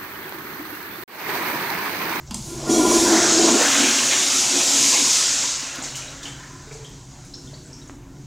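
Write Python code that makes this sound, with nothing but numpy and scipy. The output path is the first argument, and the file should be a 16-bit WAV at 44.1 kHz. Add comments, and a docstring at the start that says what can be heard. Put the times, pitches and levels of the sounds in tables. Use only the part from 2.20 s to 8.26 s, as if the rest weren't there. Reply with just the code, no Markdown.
"""Water from a pressure flush valve churns and gushes in a bowl and sprays from the rim (patchy noise and bubbles),
then drains away with splashes, drips, gulps and soft pips (noise bursts, damped sines).
A handle clicks twice first (noise bursts); the supply pipe groans and the valve whistles (resonant noise).
A tiled room answers (decaying noise tails) over a ventilation hum; one small microphone with a faint hiss."""
import sys
import numpy as np
from scipy import signal
from scipy.fft import rfft, irfft, next_fast_len
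from scipy.io import wavfile
from scipy.ndimage import uniform_filter1d, map_coordinates

SR = 44100
rng = np.random.default_rng(int(sys.argv[2]) if len(sys.argv) > 2 else 0)


def wav_out(sig):
    """Save sig, one row per channel (or a flat mono array), as 16-bit PCM at SR to the path in sys.argv[1]."""
    wavfile.write(sys.argv[1], SR, np.round(np.clip(np.atleast_2d(sig).T, -1, 1) * 32767).astype(np.int16))


def voltage_ratio(decibels):
    """Convert decibels (scalar or array-like) to amplitude ratios, 20 dB per decade."""
    exponent = np.asarray(decibels, float) / 20
    return 10 ** exponent


N = 267246

# ventilation, both parts dipping low through the middle of the flush: time_s, duct_rumble_db, fan_hum_db
VENT_LEVELS = [(0, -44, -47.5), (.17, -42.5, -39.5), (.75, -46, -41.5), (1.1, -50, -40.5), (1.4, -58, -51),
               (2.3, -66, -50), (3.1, -61, -51.5), (3.7, -53, -47), (4.3, -46, -45), (4.6, -48, -44.5),
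               (5.2, -49, -40.5), (5.5, -50, -43.5), (5.7, -47.5, -47), (6.06, -50, -43)]
# duct rumble spectrum: freq_hz, relative_density_db
DUCT_SPECTRUM = [(12, -30), (22, 6), (45, 12), (75, 4.5), (100, 6), (200, -37)]
# fan hum modes: centre_hz, width_hz, relative_db
FAN_MODES = [(128.5, 9.9, -1), (140.3, 16.3, 2), (165, 35, -12.5)]
# mains tone: pitch_hz, peak_over_duct_rumble_rms_db
MAINS_TONE = (59.3, -7)
# decay of the tiled room: freq_hz, t60_s
TILE_DECAY = [(200, 0.87), (2000, 0.43), (6000, 0.62), (14000, 0.097)]

# handle clicks: start_s, click_drive_db, lowest_hz, knock_drive_db
HANDLE_CLICKS = [(0.109, -19.5, 2380, -4.5), (0.1435, -9.5, 4370, -6)]
# valve body modes: centre_hz, width_hz, gain_db
VALVE_MODES = [(201, 53, 7.5), (966, 230, -6.5), (2970, 1100, -14.5), (4800, 550, -12)]

# falling drops: start_s, level_db, pitch_hz (near the end of the climb)
DRIP_EVENTS = [(3.559, -30, 4990), (3.624, -19, 7000), (3.68, -26, 4300), (3.747, -25, 2900),
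               (3.756, -23, 6900), (3.82, -30, 2470), (3.88, -29.5, 3820), (4.03, -30, 3540),
               (4.054, -25, 3030), (4.068, -33.5, 2780), (4.08, -26.5, 6870), (4.511, -38, 2306),
               (4.647, -32, 3210), (5.05, -42, 9100), (5.137, -31.5, 4110), (5.141, -24.5, 5400),
               (5.274, -39, 3500), (5.339, -33, 4400), (5.459, -36, 7750), (5.53, -28.5, 5500),
               (5.615, -40, 3810), (5.676, -34.5, 6700)]
# splashes on the porcelain: start_s, crack_drive_db, spray_puff_db
SPLASH_EVENTS = [(3.555, -31, -52), (3.6346, -39, -29), (3.7544, -32, -30.5), (3.7694, -31, -34),
                 (3.904, -42, -46), (4.0277, -42, -35), (4.0517, -46, -42), (4.5211, -51, -40),
                 (4.643, -46, -47), (4.6937, -45, -60), (5.0494, -48, -54)]
# dull gulps in the trap: start_s, level_db, pitch_hz, decay_cycles
GULP_EVENTS = [(2.6, -26, 276, 8), (2.82, -23.5, 280, 9.5), (3.24, -23.5, 990, 7.4), (3.428, -29, 275, 3.9),
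               (3.585, -25, 275, 4.3), (5.33, -40, 606, 11), (5.4, -39, 330, 6), (5.701, -32, 277, 6.8)]
# dull taps: start_s, strength_db, pitch_hz
TAP_EVENTS = [(4.5115, -26, 2000), (5.332, -27, 500), (5.697, -15.5, 1100)]
# runs of soft pips as the water settles: first_s, last_s, gap_s, level_db, pitch_hz
PIP_RUNS = [(4.202, 4.45, .05, -41.5, 1016), (4.208, 4.27, 0.034, -43, 1778), (4.474, 4.63, .038, -39, 433)]
PIP_DECAY_S = 0.046  # to 1/e

# air column of the supply pipe: centre_hz, width_hz, relative_db
PIPE_MODES = [(232, 22, -6), (282, 25, -14), (338.4, 33.6, 3.5), (375.3, 3.8, -1), (404.5, 27, -6),
              (644, 64, -11), (716, 32, -11.5), (1005, 20, -9), (1405, 15, -13), (1718, 8.5, -27)]
# cavity of bowl and trap once water fills the pipe: centre_hz, width_hz, relative_db
BOWL_MODES = [(238.7, 25, -9.5), (274.3, 38.3, 0), (347, 42, -6), (468.5, 34, -14.5), (637, 28, -17.5)]
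# thin whistles of air in the valve: centre_hz, width_hz, relative_db
WHISTLE_MODES = [(2310, 68, -8), (3340, 30, -1), (4270, 80, -6), (5780, 80, -1), (7180, 110, -1),
                 (9000, 65, -10)]
# groan before its throbs and lumps: time_s, level_db
GROAN_LEVELS = [(0, -50.5), (.1, -54), (.24, -50), (.31, -37), (.45, -34.5), (.5, -18.5), (.62, -17.5),
                (.68, -18), (.76, -19), (.81, -21.5), (.86, -18), (.95, -18), (1.03, -25.5), (1.1, -24),
                (1.15, -21), (1.25, -19), (1.365, -20), (1.39, -32), (1.6, -30), (1.9, -35.5), (2.5, -36.5),
                (2.85, -34.5), (3.05, -45.5), (3.3, -48), (4.2, -46.5), (4.9, -52.5), (5.4, -46),
                (6.06, -51.5)]
# throbs of the air column: time_s, over_groan_db
THROB_EVENTS = [(.602, 5.5), (.655, 2), (.77, 3.5), (.9, 1), (1.2, 4.5), (1.245, 5), (1.3, 1), (1.35, 4.5)]
THROB_HALF_S = 0.015
VALVE_OPENS_S, PIPE_FILLS_S, SWITCH_HALF_S = 0.5, 1.39, 0.03
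AIR_SHARE, IDLE_AIR_SHARE = 0.88, 0.083  # of groan power, with air in the pipe and without
WHISTLE_DB, WHISTLE_FADE_DB_PER_S = -29, 11  # from the opening of the valve

# churn spectrum, big bubbles: freq_hz, relative_density_db
CHURN_SPECTRUM = [(250, -52), (480, 3), (700, 4.5), (1100, 4.5), (1500, -20), (2500, -47)]
# dull gush spectrum: freq_hz, relative_density_db
DULL_GUSH_SPECTRUM = [(800, -34), (1300, 6), (1700, 2.5), (2200, 2), (3000, -22)]
# bright gush spectrum: freq_hz, relative_density_db
BRIGHT_GUSH_SPECTRUM = [(1300, -36), (2100, -5.5), (2700, -1), (3300, -3.5), (4200, -5), (6000, -50)]
# rim spray spectrum: freq_hz, relative_density_db
SPRAY_SPECTRUM = [(2000, -23.5), (3500, -8), (5000, -4), (6600, 1), (7400, -0.5), (8600, -11),
                  (11000, -48.5)]
# fine mist spectrum: freq_hz, relative_density_db
MIST_SPECTRUM = [(6000, -22.5), (8800, 0.5), (10000, -2), (12000, -11.5), (15000, -15), (16500, -39)]
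# water through the rim jets, before surge and mix: time_s, spray_db, mist_over_spray_db
JET_LEVELS = [(0, -50, -22), (.055, -55, -24), (.078, -45, -28), (.1, -50, -24), (.17, -39, -9),
              (.3, -37.5, -2), (.44, -35, -15), (.475, -34.5, -10), (.51, -23, -10), (.67, -24.5, -6.5),
              (.73, -19, -9.5), (.85, -19.5, -11), (1.12, -16, -20.5), (1.34, -18, -16), (1.43, -17, -13.5),
              (1.95, -18.5, -14), (2.75, -16, -14), (2.98, -16, -15.5), (3.33, -23.5, -20.5),
              (3.58, -36, -18), (4, -43.5, -21), (4.3, -45, -22), (4.8, -48, -18), (5.6, -49, -14),
              (5.81, -59.5, -11), (6.06, -53, -18)]
# water tumbling in the bowl, before surge and mix: time_s, churn_db, gush_db, gush_brightness (0-1)
BOWL_LEVELS = [(0, -61, -53.5, 0.06), (.1, -52, -60, 0.3), (.17, -51, -57, 0.6), (.34, -45.5, -47, 0.83),
               (.46, -35.5, -42, 0.44), (.56, -32, -37, 0.75), (.75, -30.5, -30.5, 0.73),
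               (.98, -25, -23, 0.07), (1.16, -29, -25.5, 0.56), (1.36, -26.5, -25, 0.57),
               (1.43, -26, -20, 0.17), (1.62, -29, -20.5, 0.75), (2.08, -35, -27, 0.72),
               (2.75, -33, -26.5, 0.95), (3, -38.5, -27, 0.75), (3.6, -42, -37.5, 0.46),
               (3.85, -45, -42, 0.4), (4.3, -52.5, -46.5, 0.15), (4.8, -52.5, -55.5, 0.44),
               (5.6, -57, -55, 0.26), (6.06, -60.5, -59, 0.3)]
# heavier sloshes in the bowl: time_s, over_churn_db, over_gush_db
SLOSH_EVENTS = [(.72, 9.5, -2), (1.29, 8, 1.5), (1.41, 5, 1), (1.55, 1.5, 4), (1.931, 6.5, 8), (2.41, 5, 0),
                (2.75, 8, 3), (3.6, 4.5, -1.5)]
SLOSH_HALF_S = 0.017
PUFF_RISE_S, PUFF_T60_S, PUFF_MIST_DB = 0.0025, 0.48, -16

# microphone hiss spectrum: freq_hz, relative_density_db
HISS_SPECTRUM = [(2000, -7), (8000, -2), (12000, -4), (16000, -6)]
HISS_DB, TOP_HZ, CEILING = -71, 16100, 0.66  # ceiling: linear amplitude


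def unit(x):
    """Scales to rms 1."""
    return x / np.sqrt(np.mean(x ** 2) + 1e-20)


def along(points, hz):
    """Interpolates (freq_hz, value) points on a log axis."""
    f, v = np.transpose(points)
    return np.interp(np.log(hz + 1), np.log(f + 1), v)


def curves(table):
    """One value per sample for each column after the time."""
    s, *cols = np.transpose(table)
    return [np.interp(np.arange(N) / SR, s, c) for c in cols]


def swells(rows, half_s):
    """Gaussian swells in dB, down to 1/e at half_s; one curve per column after the time."""
    s, *db = np.transpose(rows)
    return np.array(db) @ np.exp(-((np.arange(N) / SR - s[:, None]) / half_s) ** 2)


def wobble(rate_hz):
    """Smooth random curve, rate_hz knots a second."""
    knots = rng.standard_normal(int(N * 60 / SR) + 4)
    return map_coordinates(knots, [np.arange(N) * rate_hz / SR])


def step(at_s):
    """Rises smoothly from 0 to 1 around at_s."""
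    return 0.5 + 0.5 * np.tanh((np.arange(N) / SR - at_s) / SWITCH_HALF_S * 2)


def filtered(x, response):
    """Applies a response of frequency."""
    m = next_fast_len(N + SR // 2)
    return irfft(rfft(x, m) * response(np.fft.rfftfreq(m, 1 / SR)), m)[:N]


def coloured_noise(spectrum):
    """Gaussian noise of rms 1 with the spectrum's colour."""
    return unit(filtered(rng.standard_normal(N), lambda f: voltage_ratio(along(spectrum, f))))


def ring(modes):
    """Response of fixed modes; two resonators in series give each one steep skirts."""
    def resonator(f, centre_hz, width_hz):
        return 1j * f * width_hz / (centre_hz ** 2 - f * f + 1j * f * width_hz)
    return lambda f: sum(voltage_ratio(db) * resonator(f, c, w) * resonator(f, c, 2 * w) for c, w, db in modes)


def resonant(modes, steady):
    """Noise of rms 1 ringing in the modes; steady (0-1) evens out its swells."""
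    x = filtered(rng.standard_normal(N), ring(modes))
    swell = uniform_filter1d(uniform_filter1d(np.abs(x), SR // 40), SR // 40)
    return unit(x / (swell + 1e-9) ** steady)


def bursts(rows, t60_s):
    """Decaying noise bursts at (start_s, drive_db)."""
    out, t = np.zeros(N + SR), np.arange(SR // 10) / SR
    for s, db in rows:
        out[round(s * SR):][:len(t)] += voltage_ratio(db - 60 * t / t60_s) * rng.uniform(-0.95, 1, len(t))
    return out[:N]


def plinks(s, db, hz, cycles, rise, onset):
    """Damped bubble sines, pitch climbing by rise as the surface nears; decay and onset in cycles."""
    size = 1500
    turns = np.arange(size) / SR * hz[:, None]
    age = turns / np.reshape(cycles, (-1, 1))
    shape = np.exp(-age) * (1 - np.exp(-turns / onset)) * np.hanning(2 * size)[size:]
    wave = voltage_ratio(db)[:, None] * shape * np.sin(2 * np.pi * turns * (1 + rise * np.tanh(age)))
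    at = np.round(s * SR).astype(int)[:, None] + np.arange(size)
    return np.bincount(at.ravel(), wave.ravel(), N + size)[:N]


def water(spectrum, patchy_db, count, centre_hz, spread, cycles, size_db, share):
    """Coloured patchy noise plus random bubbles, rms 1; spread in log pitch, share is bubble power."""
    z = signal.stft(rng.standard_normal(N), nperseg=512)[2]
    field = uniform_filter1d(uniform_filter1d(rng.standard_normal(z.shape), 4, 0), 14, 1)
    noise = signal.istft(z * voltage_ratio(patchy_db * unit(field)), nperseg=512)[1][:N]
    coloured = unit(filtered(noise, lambda f: voltage_ratio(along(spectrum, f))))
    when_s = rng.random(count) * N / SR
    hz = np.clip(centre_hz * np.exp(spread * rng.standard_normal(count)), 100, 16000)
    size = np.minimum(rng.exponential(size=count), 3.5)  # no bubble far above the crowd
    bubbles = plinks(when_s, size_db * size, hz, cycles, rise=0.04, onset=1.8)
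    return unit(np.sqrt(1 - share) * coloured + np.sqrt(share) * unit(bubbles))


def ventilation():
    """Broadband duct rumble, a fan's resonant hum and a steady-pitched mains sine."""
    rumble_db, hum_db = curves(VENT_LEVELS) + 1.07 * np.array([wobble(4.1), wobble(3.8)])
    mains_hz, over_rumble_db = MAINS_TONE
    mains = voltage_ratio(over_rumble_db + rumble_db) * np.sin(2 * np.pi * mains_hz * np.arange(N) / SR)
    rumble = voltage_ratio(rumble_db) * coloured_noise(DUCT_SPECTRUM)
    return rumble + voltage_ratio(hum_db) * resonant(FAN_MODES, steady=0.11) + mains


def room(x):
    """Tile echo with a decay per frequency; tails crossfade every 0.25 s as the microphone moves."""
    hop, out = SR // 4, np.zeros(N + 2 * SR)
    padded = np.pad(x, (hop, 2 * hop))
    for start in range(0, N + hop, hop):
        hz, t, z = signal.stft(rng.standard_normal(SR // 2), SR, nperseg=256)
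        decay = voltage_ratio(-60 * t / along(TILE_DECAY, hz)[:, None])
        tail = signal.istft(z * decay, SR, nperseg=256)[1]
        piece = padded[start:start + 2 * hop] * np.hanning(2 * hop)
        echo = signal.fftconvolve(piece, tail / np.linalg.norm(tail))
        out[start:start + len(echo)] += echo
    return out[hop - 200:][:N]  # echo lags 200 samples


def handle():
    """Two metal clicks, the second brighter; each knocks the modes of the valve body."""
    def click(start_s, drive_db, low_hz):
        def band(f):
            return 1 / (1 + (low_hz / (f + 1)) ** 10) / (1 + (f / 10000) ** 8)
        return filtered(bursts([(start_s, drive_db)], t60_s=0.029), band)
    clicks = sum(click(*row[:3]) for row in HANDLE_CLICKS)
    knocks = bursts([(s, knock_db) for s, _, _, knock_db in HANDLE_CLICKS], t60_s=0.075)
    return clicks + filtered(knocks, ring(VALVE_MODES))


def drips():
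    """Drops sound as climbing damped sines; each throws up eight droplets at nearby pitches."""
    s, db, hz = np.transpose(DRIP_EVENTS)
    main = plinks(s, db, hz / 1.05, cycles=16, rise=0.06, onset=3)
    late, off = rng.random((len(s), 8)), rng.standard_normal((len(s), 8))
    droplet_s = s[:, None] + 0.02 * late
    droplet_db = db[:, None] - 5 - 8 * late
    droplet_hz = hz[:, None] * np.exp(0.1 * off)
    return main + plinks(droplet_s.ravel(), droplet_db.ravel(), droplet_hz.ravel(),
                         cycles=9, rise=0.05, onset=1.5)


def splashes():
    """Water cracking on porcelain: short noise bursts in a broad treble band."""
    cracks = bursts([row[:2] for row in SPLASH_EVENTS], t60_s=0.03)
    return filtered(cracks, lambda f: voltage_ratio(9.0) * f / (f + 3000) / (1 + (f / 11000) ** 3))


def gulps():
    """Dull damped sines of fixed pitch in the trap."""
    s, db, hz, cycles = np.transpose(GULP_EVENTS)
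    return plinks(s, db, hz, cycles, rise=0, onset=0.65)


def taps():
    """Dull taps: sines damped within a fraction of a cycle."""
    s, db, hz = np.transpose(TAP_EVENTS)
    return plinks(s, db, hz, cycles=0.25, rise=0, onset=0.04)


def pips():
    """Each run repeats one soft damped sine at slightly uneven pace and strength."""
    first, last, gap, db, hz = np.transpose(PIP_RUNS)[:, :, None]
    late, loud = rng.standard_normal((2, len(PIP_RUNS), 8))
    s = first + gap * np.arange(8) + 0.003 * late
    db = np.where(s < last, db + 1.5 * loud, -200)  # silent after the last
    hz = hz + 0 * s
    return plinks(s.ravel(), db.ravel(), hz.ravel(), PIP_DECAY_S * hz.ravel(), rise=0, onset=0.71)


def groan():
    """Driven air sounds the pipe modes until water fills it, leaving mostly the bowl's hollow."""
    airy = 1 - step(PIPE_FILLS_S)
    share = IDLE_AIR_SHARE + (AIR_SHARE - IDLE_AIR_SHARE) * airy
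    pipe = np.sqrt(share) * resonant(PIPE_MODES, steady=0.57)
    bowl = np.sqrt(1 - share) * resonant(BOWL_MODES, steady=0.12)
    lumps_db = 2.7 * (1 - airy) * wobble(11)
    throbs_db = swells(THROB_EVENTS, THROB_HALF_S)[0]
    return voltage_ratio(curves(GROAN_LEVELS)[0] + lumps_db + throbs_db) * (pipe + bowl)


def whistles():
    """Air in the open valve excites narrow modes, thinning out until water fills the pipe."""
    airy = step(VALVE_OPENS_S) * (1 - step(PIPE_FILLS_S))
    fade_db = WHISTLE_FADE_DB_PER_S * (np.arange(N) / SR - VALVE_OPENS_S)
    level = airy * voltage_ratio(WHISTLE_DB - fade_db)
    return level * resonant(WHISTLE_MODES, steady=0) * voltage_ratio(1.7 * wobble(25.4))


def puffs():
    """Level of the spray each splash throws up: fast rise, exponential decay, powers summed."""
    s, _, puff_db = np.transpose(SPLASH_EVENTS)[:, :, None]
    age_s = np.maximum(np.arange(N) / SR - s, 0)
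    level = voltage_ratio(puff_db - 60 * age_s / PUFF_T60_S) * (1 - np.exp(-age_s / PUFF_RISE_S))
    return np.sqrt((level ** 2).sum(0))


def flush():
    """Big bubbles churn, jets gush, fine drops spray; a shared surge moves them together."""
    surge, heave, puff = wobble(9.14), wobble(14), puffs()
    spray_db, mist_db = curves(JET_LEVELS)
    churn_db, gush_db, bright_share = curves(BOWL_LEVELS)
    churn_db, gush_db = [churn_db, gush_db] + swells(SLOSH_EVENTS, SLOSH_HALF_S)

    churn = water(CHURN_SPECTRUM, patchy_db=2.6, count=700, centre_hz=845, spread=0.3,
                  cycles=8, size_db=2.5, share=0.07)
    dull = water(DULL_GUSH_SPECTRUM, patchy_db=3.0, count=1200, centre_hz=1667, spread=0.171,
                 cycles=15, size_db=-1.0, share=0.36)
    bright = water(BRIGHT_GUSH_SPECTRUM, patchy_db=2.0, count=1800, centre_hz=2900, spread=0.1905,
                   cycles=6.6, size_db=3.5, share=0.2)
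    gush = np.sqrt(1 - bright_share) * dull + np.sqrt(bright_share) * bright
    spray = water(SPRAY_SPECTRUM, patchy_db=1.1, count=3500, centre_hz=6000, spread=0.14,
                  cycles=9, size_db=1.2, share=0.12)
    mist = water(MIST_SPECTRUM, patchy_db=1.2, count=3000, centre_hz=10500, spread=0.15,
                 cycles=5, size_db=1, share=0.03)

    churn_level = voltage_ratio(churn_db + 0.21 * surge + 1.04 * heave)
    gush_level = voltage_ratio(gush_db + 0.27 * surge + 0.9 * heave)
    spray_level = np.hypot(voltage_ratio(spray_db + 0.49 * surge), puff)
    mist_level = np.hypot(voltage_ratio(spray_db + mist_db + 0.86 * surge), voltage_ratio(PUFF_MIST_DB) * puff)
    return churn_level * churn + gush_level * gush + spray_level * spray + mist_level * mist


def scene():
    """Everything reaches one microphone, the water sources also off the tiles."""
    near = gulps() + pips() + taps()
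    hits = handle() + drips() + splashes()
    flow, pipe = flush(), groan() + whistles()
    echo = room(voltage_ratio(-2.0) * hits + voltage_ratio(-5.0) * near + voltage_ratio(-11.5) * flow + voltage_ratio(-11.5) * pipe)
    mono = hits + near + voltage_ratio(-2.0) * flow + pipe + echo + ventilation()
    return np.array([mono, mono])


def band_limit(x):
    """A steep low-pass at the top of the band."""
    return signal.sosfilt(signal.butter(12, 16160, fs=SR, output="sos"), x)


def record(dry):
    """Adds microphone hiss, band-limits, and rounds off peaks as the recorder does."""
    hiss = voltage_ratio(HISS_DB) * coloured_noise(HISS_SPECTRUM)
    mono = filtered(dry[0] + hiss, lambda f: f < TOP_HZ)
    mono = mono / (1 + np.abs(mono / CEILING) ** 8) ** (1 / 8)
    return band_limit(np.array([mono, mono]))


dry = scene()
out = record(dry)
wav_out(out)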